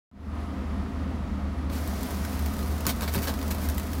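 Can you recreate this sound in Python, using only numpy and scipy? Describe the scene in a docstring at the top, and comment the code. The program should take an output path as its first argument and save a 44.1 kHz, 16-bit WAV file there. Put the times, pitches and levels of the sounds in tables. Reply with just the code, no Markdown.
"""Inside an idling car, one microphone at the seat, the blower rushing through the vents.
An arm's length away a side window winds down behind a sheet of ice. The seal parts and lets in
the hiss of the wet outdoors, and the window drive drones in the door. The ice ticks as the glass
slides, then snaps, crumbles and drops pieces against the door panel, which thuds.
The cracks ring through pieces of ice and reach the microphone with short cabin reflections."""
import sys
import numpy as np
from scipy import signal
from scipy.fft import rfft, irfft, next_fast_len
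from scipy.io import wavfile
from scipy.ndimage import map_coordinates

SR = 44100
rng = np.random.default_rng(int(sys.argv[2]) if len(sys.argv) > 2 else 0)


def unload_audio(sound):
    """Save the sound as a 16-bit wav file, at the path given as the first command line argument."""
    columns = np.transpose(np.atleast_2d(sound))
    # keep every value between -1 and 1, then stretch to whole-number steps
    steps = np.round(np.clip(columns, -1, 1) * 32767)
    wavfile.write(sys.argv[1], SR, steps.astype(np.int16))


N = 176400
OPEN_S, BREAK_S = 1.695, 2.8668  # the seal parts; the sheet of ice gives way


def amp(db):
    """Decibels to gain."""
    return 10 ** (np.asarray(db) / 20)


def unit(x):
    """Scale to rms 1."""
    return x / np.sqrt(np.mean(x ** 2) + 1e-20)


def clock():
    """Time of each sample in seconds."""
    return np.arange(N) / SR


def along(points, hz):
    """Gain at hz, read between (Hz, dB) points on a log axis."""
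    point_hz, point_db = np.transpose(points)
    return amp(np.interp(np.log(hz + 1), np.log(point_hz + 1), point_db))


def wobble(per_s):
    """A smooth random curve with per_s knots a second."""
    return map_coordinates(rng.standard_normal(int(N * per_s / SR) + 4), [clock() * per_s])


def filtered(x, response):
    """Shape x by a gain that depends on frequency."""
    size = next_fast_len(N + SR // 2)
    return irfft(rfft(x, size) * response(np.fft.rfftfreq(size, 1 / SR)), size)[:N]


def noise(response):
    """Coloured noise of rms 1."""
    return unit(filtered(rng.standard_normal(N), response))


def band(centre, width):
    """Noise of rms 1 in one resonance."""
    return noise(lambda hz: 1 / (1 + ((hz - centre) / width) ** 2))


def add(out, start_s, x):
    """Mix x into out from start_s on."""
    part = out[round(start_s * SR):][:len(x)]
    part += x[:len(part)]


def grains(size, per_s, spread_db=2.5):
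    """Random impulses of uneven strength, rms 1."""
    fires = rng.random(size) < per_s / SR
    signs = rng.choice([-1, 1], size)
    strength = amp(spread_db * np.minimum(rng.exponential(size=size), 4))
    return unit(fires * signs * strength)


def cabin(x, wet_db, t60=.07):
    """The car's close surfaces add short, dense reflections on the way to the microphone."""
    t = np.arange(SR // 6) / SR
    tail = rng.standard_normal(len(t)) * amp(-60 * t / t60) * (t > .001)
    return x + amp(wet_db) * signal.fftconvolve(x, tail / np.linalg.norm(tail))[:N]


def opened(rise_s=0.032):
    """A ramp from 0 to 1 that starts as the seal parts."""
    return np.clip((clock() - OPEN_S) / rise_s, 0, 1)


# The cabin's boom, all round the microphone. Each row: frequency in Hz, relative density in dB.
BOOM_SPECTRUM = [(18, -52), (26, -27), (33, -11), (43, -9), (58, -1), (72, 0.5), (88, -10.5), (105, -12),
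                 (150, -15.5), (300, -70), (600, -88)]


def engine(firing_hz=75.9, wander_hz=1, growth_db=3.5):
    """Heard from the seat, the firing note wavers over the boom and grows as the window opens."""
    phase = 2 * np.pi * np.cumsum(firing_hz + wander_hz * wobble(5.99)) / SR
    note_db = -31 + growth_db * opened(rise_s=N / SR - OPEN_S) + 1.3 * wobble(7.97)
    boom = amp(-36) * noise(lambda hz: along(BOOM_SPECTRUM, hz))
    return amp(note_db) * np.sin(phase) + boom


# Blower air from the dashboard. Each row: frequency in Hz, relative density in dB.
BLOWER_SPECTRUM = [(76, -41), (130, -16.5), (198, -2), (268, -7), (348, -15.5), (385, -19.5), (586, -20),
                   (689, -18.5), (761, -21.5), (1260, -21), (1670, -29.5), (1880, -26.5), (2390, -33),
                   (4640, -40), (8480, -50), (10400, -53.5), (15800, -57)]
# Narrow resonances of the vents. Each row: centre in Hz, half-width in Hz, level in dB.
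VENT_RESONANCES = [(200.8, 12.8, -42), (263.3, 20, -43), (392, 13.6, -55.5), (511, 25, -57), (692, 22, -56),
                   (949, 50, -61), (1257, 47, -57)]
# Whistles of the air. Each row: centre in Hz, half-width in Hz, first level in dB, fade in dB a second.
AIR_WHISTLES = [(10130, 90, -75, 0), (12650, 70, -76, 10)]


def blower(flutter_db=0.3, whistle_sway_db=3.0):
    """Ahead of the microphone, air rushes through the vents, which hum and whistle faintly."""
    air = amp(-37 + flutter_db * wobble(14)) * noise(lambda hz: along(BLOWER_SPECTRUM, hz))
    for centre, width, db in VENT_RESONANCES:
        air += amp(db) * band(centre, width)
    for centre, width, db, fade in AIR_WHISTLES:
        air += amp(db - fade * clock() + whistle_sway_db * wobble(10)) * band(centre, width)
    return air


# The window drive, inside the door. Each row: centre in Hz, half-width in Hz, level in dB.
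DRIVE_RESONANCES = [(410, 50, -55), (649, 60, -53)]


def window_drive(sway_db=2):
    """The drive drones unevenly beside the seat while the glass travels."""
    drone = sum(amp(db + sway_db * wobble(5)) * band(centre, width)
                for centre, width, db in DRIVE_RESONANCES)
    return opened() * drone


# Hiss through the window gap, as it reaches the seat. Each row: time in seconds, level in dB.
GAP_LEVELS = [(1.73, -44.5), (2.1, -41), (2.55, -43.5), (2.75, -44), (2.96, -44), (3.3, -44.5),
              (3.65, -42.5), (3.76, -45), (4.0, -45)]
# The wet outdoors beyond the glass. Each row: frequency in Hz, relative density in dB.
OUTDOOR_SPECTRUM = [(100, -18), (300, -0.5), (600, 2.5), (1200, -2.5), (2000, -6.5), (3000, -10.5),
                    (4200, -9.5), (5600, -9.5), (8000, -15), (11000, -12), (15500, -14.5)]


def outdoor_hiss(flutter_db=.4):
    """The hiss of the wet outdoors comes in through the gap once the seal parts."""
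    level_db = np.interp(clock(), *np.transpose(GAP_LEVELS)) + flutter_db * wobble(24.95)
    return opened() * amp(level_db) * noise(lambda hz: along(OUTDOOR_SPECTRUM, hz))


# Modes of the door panel. Each row: frequency in Hz, relative level in dB.
DOOR_MODES = [(112, -0.5), (176, 2.5), (222, 2), (305, -6), (395, -3), (560, -7.5)]
# Dull knocks on the door. Each row: start in seconds, gain in dB, time to fall 60 dB in seconds,
# tilt about the highest mode in dB per octave.
DOOR_KNOCKS = [(1.704, -30, .12, 6), (2.868, -29.5, 0.11, -2.5), (3.155, -26, .22, -1.5)]


def door_knocks(attack_s=0.0041):
    """Close by, the door panel thuds as the glass comes free and as the ice breaks and falls."""
    out, t = np.zeros(N), np.arange(SR // 3) / SR
    top_hz = DOOR_MODES[-1][0]
    for start, db, t60, tilt_db in DOOR_KNOCKS:
        ring = np.zeros(len(t))
        for hz, mode_db in DOOR_MODES:
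            gain = amp(mode_db + tilt_db * np.log2(hz / top_hz))
            ring += gain * np.sin(2 * np.pi * (hz * t + rng.random()))
        envelope = amp(db - 60 * t / t60) * (1 - np.exp(-t / attack_s))
        add(out, start, envelope * ring)
    return out


# The bright colour of ice fracturing at close range. Each row: frequency in Hz, gain in dB.
FRACTURE_SPECTRUM = [(300, -25), (1500, 9), (3000, 1), (4500, 2.5), (7500, 1.5), (9500, 0.5), (12000, 2.5),
                     (14800, 7.5), (16000, -4)]


def ice_ticks(loose_db=4):
    """The ice ticks finely as the glass slides, louder once the sheet is loose."""
    ticks = unit(filtered(grains(N, per_s=130), lambda hz: along(FRACTURE_SPECTRUM, hz)))
    loose = np.clip(clock() - BREAK_S, 0, 1)
    return opened() * amp(-57 + loose_db * loose) * cabin(ticks, wet_db=1.5)


# The body of the flexing sheet of ice. Each row: frequency in Hz, gain in dB.
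SHEET_SPECTRUM = [(60, -3), (200, 9.5), (500, 19.5), (900, 19.5), (1700, 11), (2700, 8), (4300, 10),
                  (7000, -2), (15000, -22)]


def shard(body_db, size=1024, knots=90, resonance_db=3.2):
    """One piece of ice rings with bright fracture, the sheet's body and chance resonances."""
    hz = np.fft.rfftfreq(size, 1 / SR)
    peaks = map_coordinates(rng.standard_normal(knots + 1), [hz / hz[-1] * knots])
    colour = np.hypot(along(FRACTURE_SPECTRUM, hz), amp(body_db) * along(SHEET_SPECTRUM, hz))
    gain = unit(colour * amp(resonance_db * peaks)) * np.sqrt(np.mean(colour ** 2))
    # Minimum phase: the ring follows the crack and never leads it.
    cepstrum = irfft(np.log(gain + 1e-6))
    cepstrum[1:size // 2] *= 2
    cepstrum[size // 2 + 1:] = 0
    return irfft(np.exp(rfft(cepstrum)))


# Ice crumbling at the window. Each row: start, rise, hold and time to fall 60 dB, all in seconds,
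# then gain in dB, gain of the sheet's body in dB.
CRUMBLE_RUNS = [(1.696, .002, .006, .03, -55.5, 5.5), (1.72, 0.0081, 0.057, .08, -49.5, -5),
                (2.852, .001, .003, .02, -44.5, 4.5), (2.87, 0.0036, 0.01, 0.065, -35, -6.5),
                (2.886, 0.0031, 0.011, 0.083, -30.5, -7.5), (3.019, .002, .016, 0.12, -43, -0.5),
                (3.076, 0.0033, .003, 0.11, -41, 0), (3.112, 0.014, .02, .05, -44, -11),
                (3.151, .002, 0.0067, 0.072, -37, -4), (3.171, .004, 0.016, 0.057, -42.5, -5.5),
                (3.217, .004, .033, .12, -40, -11), (3.267, .012, 0.0064, 0.12, -36, 0),
                (3.501, .01, .005, 0.074, -36, -8.5), (3.589, .04, 0.033, 0.13, -45.5, -21),
                (3.689, 0.0026, .01, 0.047, -47, -12)]


def ice_crumbles(pieces=3):
    """Runs of tiny fractures, shared among a few pieces, swell, hold and die away."""
    out, t = np.zeros(N), np.arange(SR // 4) / SR
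    for start, rise, hold, t60, db, body_db in CRUMBLE_RUNS:
        envelope = np.minimum(t / rise, 1) * amp(-60 * np.maximum(t - rise - hold, 0) / t60)
        run = sum(signal.fftconvolve(envelope * grains(len(t), per_s=1100), shard(body_db))
                  for _ in range(pieces))
        add(out, start, amp(db) * run / np.sqrt(pieces))
    return out


# Clean snaps of the ice, an arm's length from the microphone.
# Each row: start in seconds, relative level in dB, gain of the sheet's body in dB.
ICE_SNAPS = [(1.8752, -23.5, -12), (2.0073, -29, -13), (2.0308, -22, -13), (2.1066, -23.5, -12),
             (2.2493, -23, -10), (2.3302, -28, -10), (2.3925, -25, -15), (2.4239, -31, -10),
             (2.4608, -20, -11), (2.4843, -30, -6), (2.5376, -26.5, -10), (2.5665, -32, -4),
             (2.591, -27.5, -3), (2.6289, -26, -8), (2.661, -29, -7), (2.781, -27, -14), (2.8067, -23, -10),
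             (2.9866, -32, -13), (3.0091, -19.5, -11), (3.021, -20, -13), (3.0354, -27, -16),
             (3.0779, -23.5, -1.5), (3.1388, -17, -11), (3.1467, -16, -13), (3.1524, -18, -15),
             (3.1744, -34, -9), (3.2091, -29, -11), (3.2211, -31, -13), (3.2809, -31, -9),
             (3.3004, -31, -10), (3.3393, -24.5, -5), (3.3902, -25.5, -6), (3.4146, -25, -5),
             (3.4276, -24.5, -8), (3.4795, -23, -8), (3.5084, -23, -15), (3.5473, -23, -7),
             (3.5826, -27.5, -6), (3.688, -17, -17), (3.6984, -21, -11), (3.7803, -17, -19),
             (3.7978, -21, -20), (3.932, -22.5, -14), (3.9514, -28, -11), (3.9704, -37, -15)]


def snap(db, body_db, rattle_t60=0.033, spike_t60=0.0074):
    """One fracture sends a spike and a short rattle through its own piece of ice."""
    t = np.arange(SR // 8) / SR
    envelope = (amp(-60 * t / rattle_t60) + amp(-60 * t / spike_t60)) / 2
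    burst = envelope * rng.standard_normal(len(t))
    return amp(db) * signal.fftconvolve(burst, shard(body_db))


def ice_snaps(gain_db=-11):
    """In the foreground the ice snaps again and again, loudest where the sheet gives way."""
    out = np.zeros(N)
    add(out, BREAK_S, snap(db=-7.5, body_db=-8.5, rattle_t60=.04))
    for start, db, body_db in ICE_SNAPS:
        add(out, start, snap(db, body_db))
    return amp(gain_db) * out


def scene():
    """Everything as it meets the microphone at the seat, in mono."""
    background = engine() + blower() + window_drive() + outdoor_hiss()
    foreground = door_knocks() + ice_ticks() + cabin(ice_snaps() + ice_crumbles(), wet_db=-8)
    return (background + foreground)[None]


def record(dry, start_s=.114, fade_s=0.29, first_gain=0.058, top_hz=15900):
    """The microphone's channel fades in after a moment of silence; the top treble is cut steeply."""
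    progress = np.clip((clock() - start_s) / fade_s, 0, 1)
    fade = (progress > 0) * (first_gain + (1 - first_gain) * progress ** 1.24)
    return filtered(dry[0] * fade, lambda hz: 1 / np.sqrt(1 + (hz / top_hz) ** 240))[None]


dry = scene()
out = record(dry)
unload_audio(out)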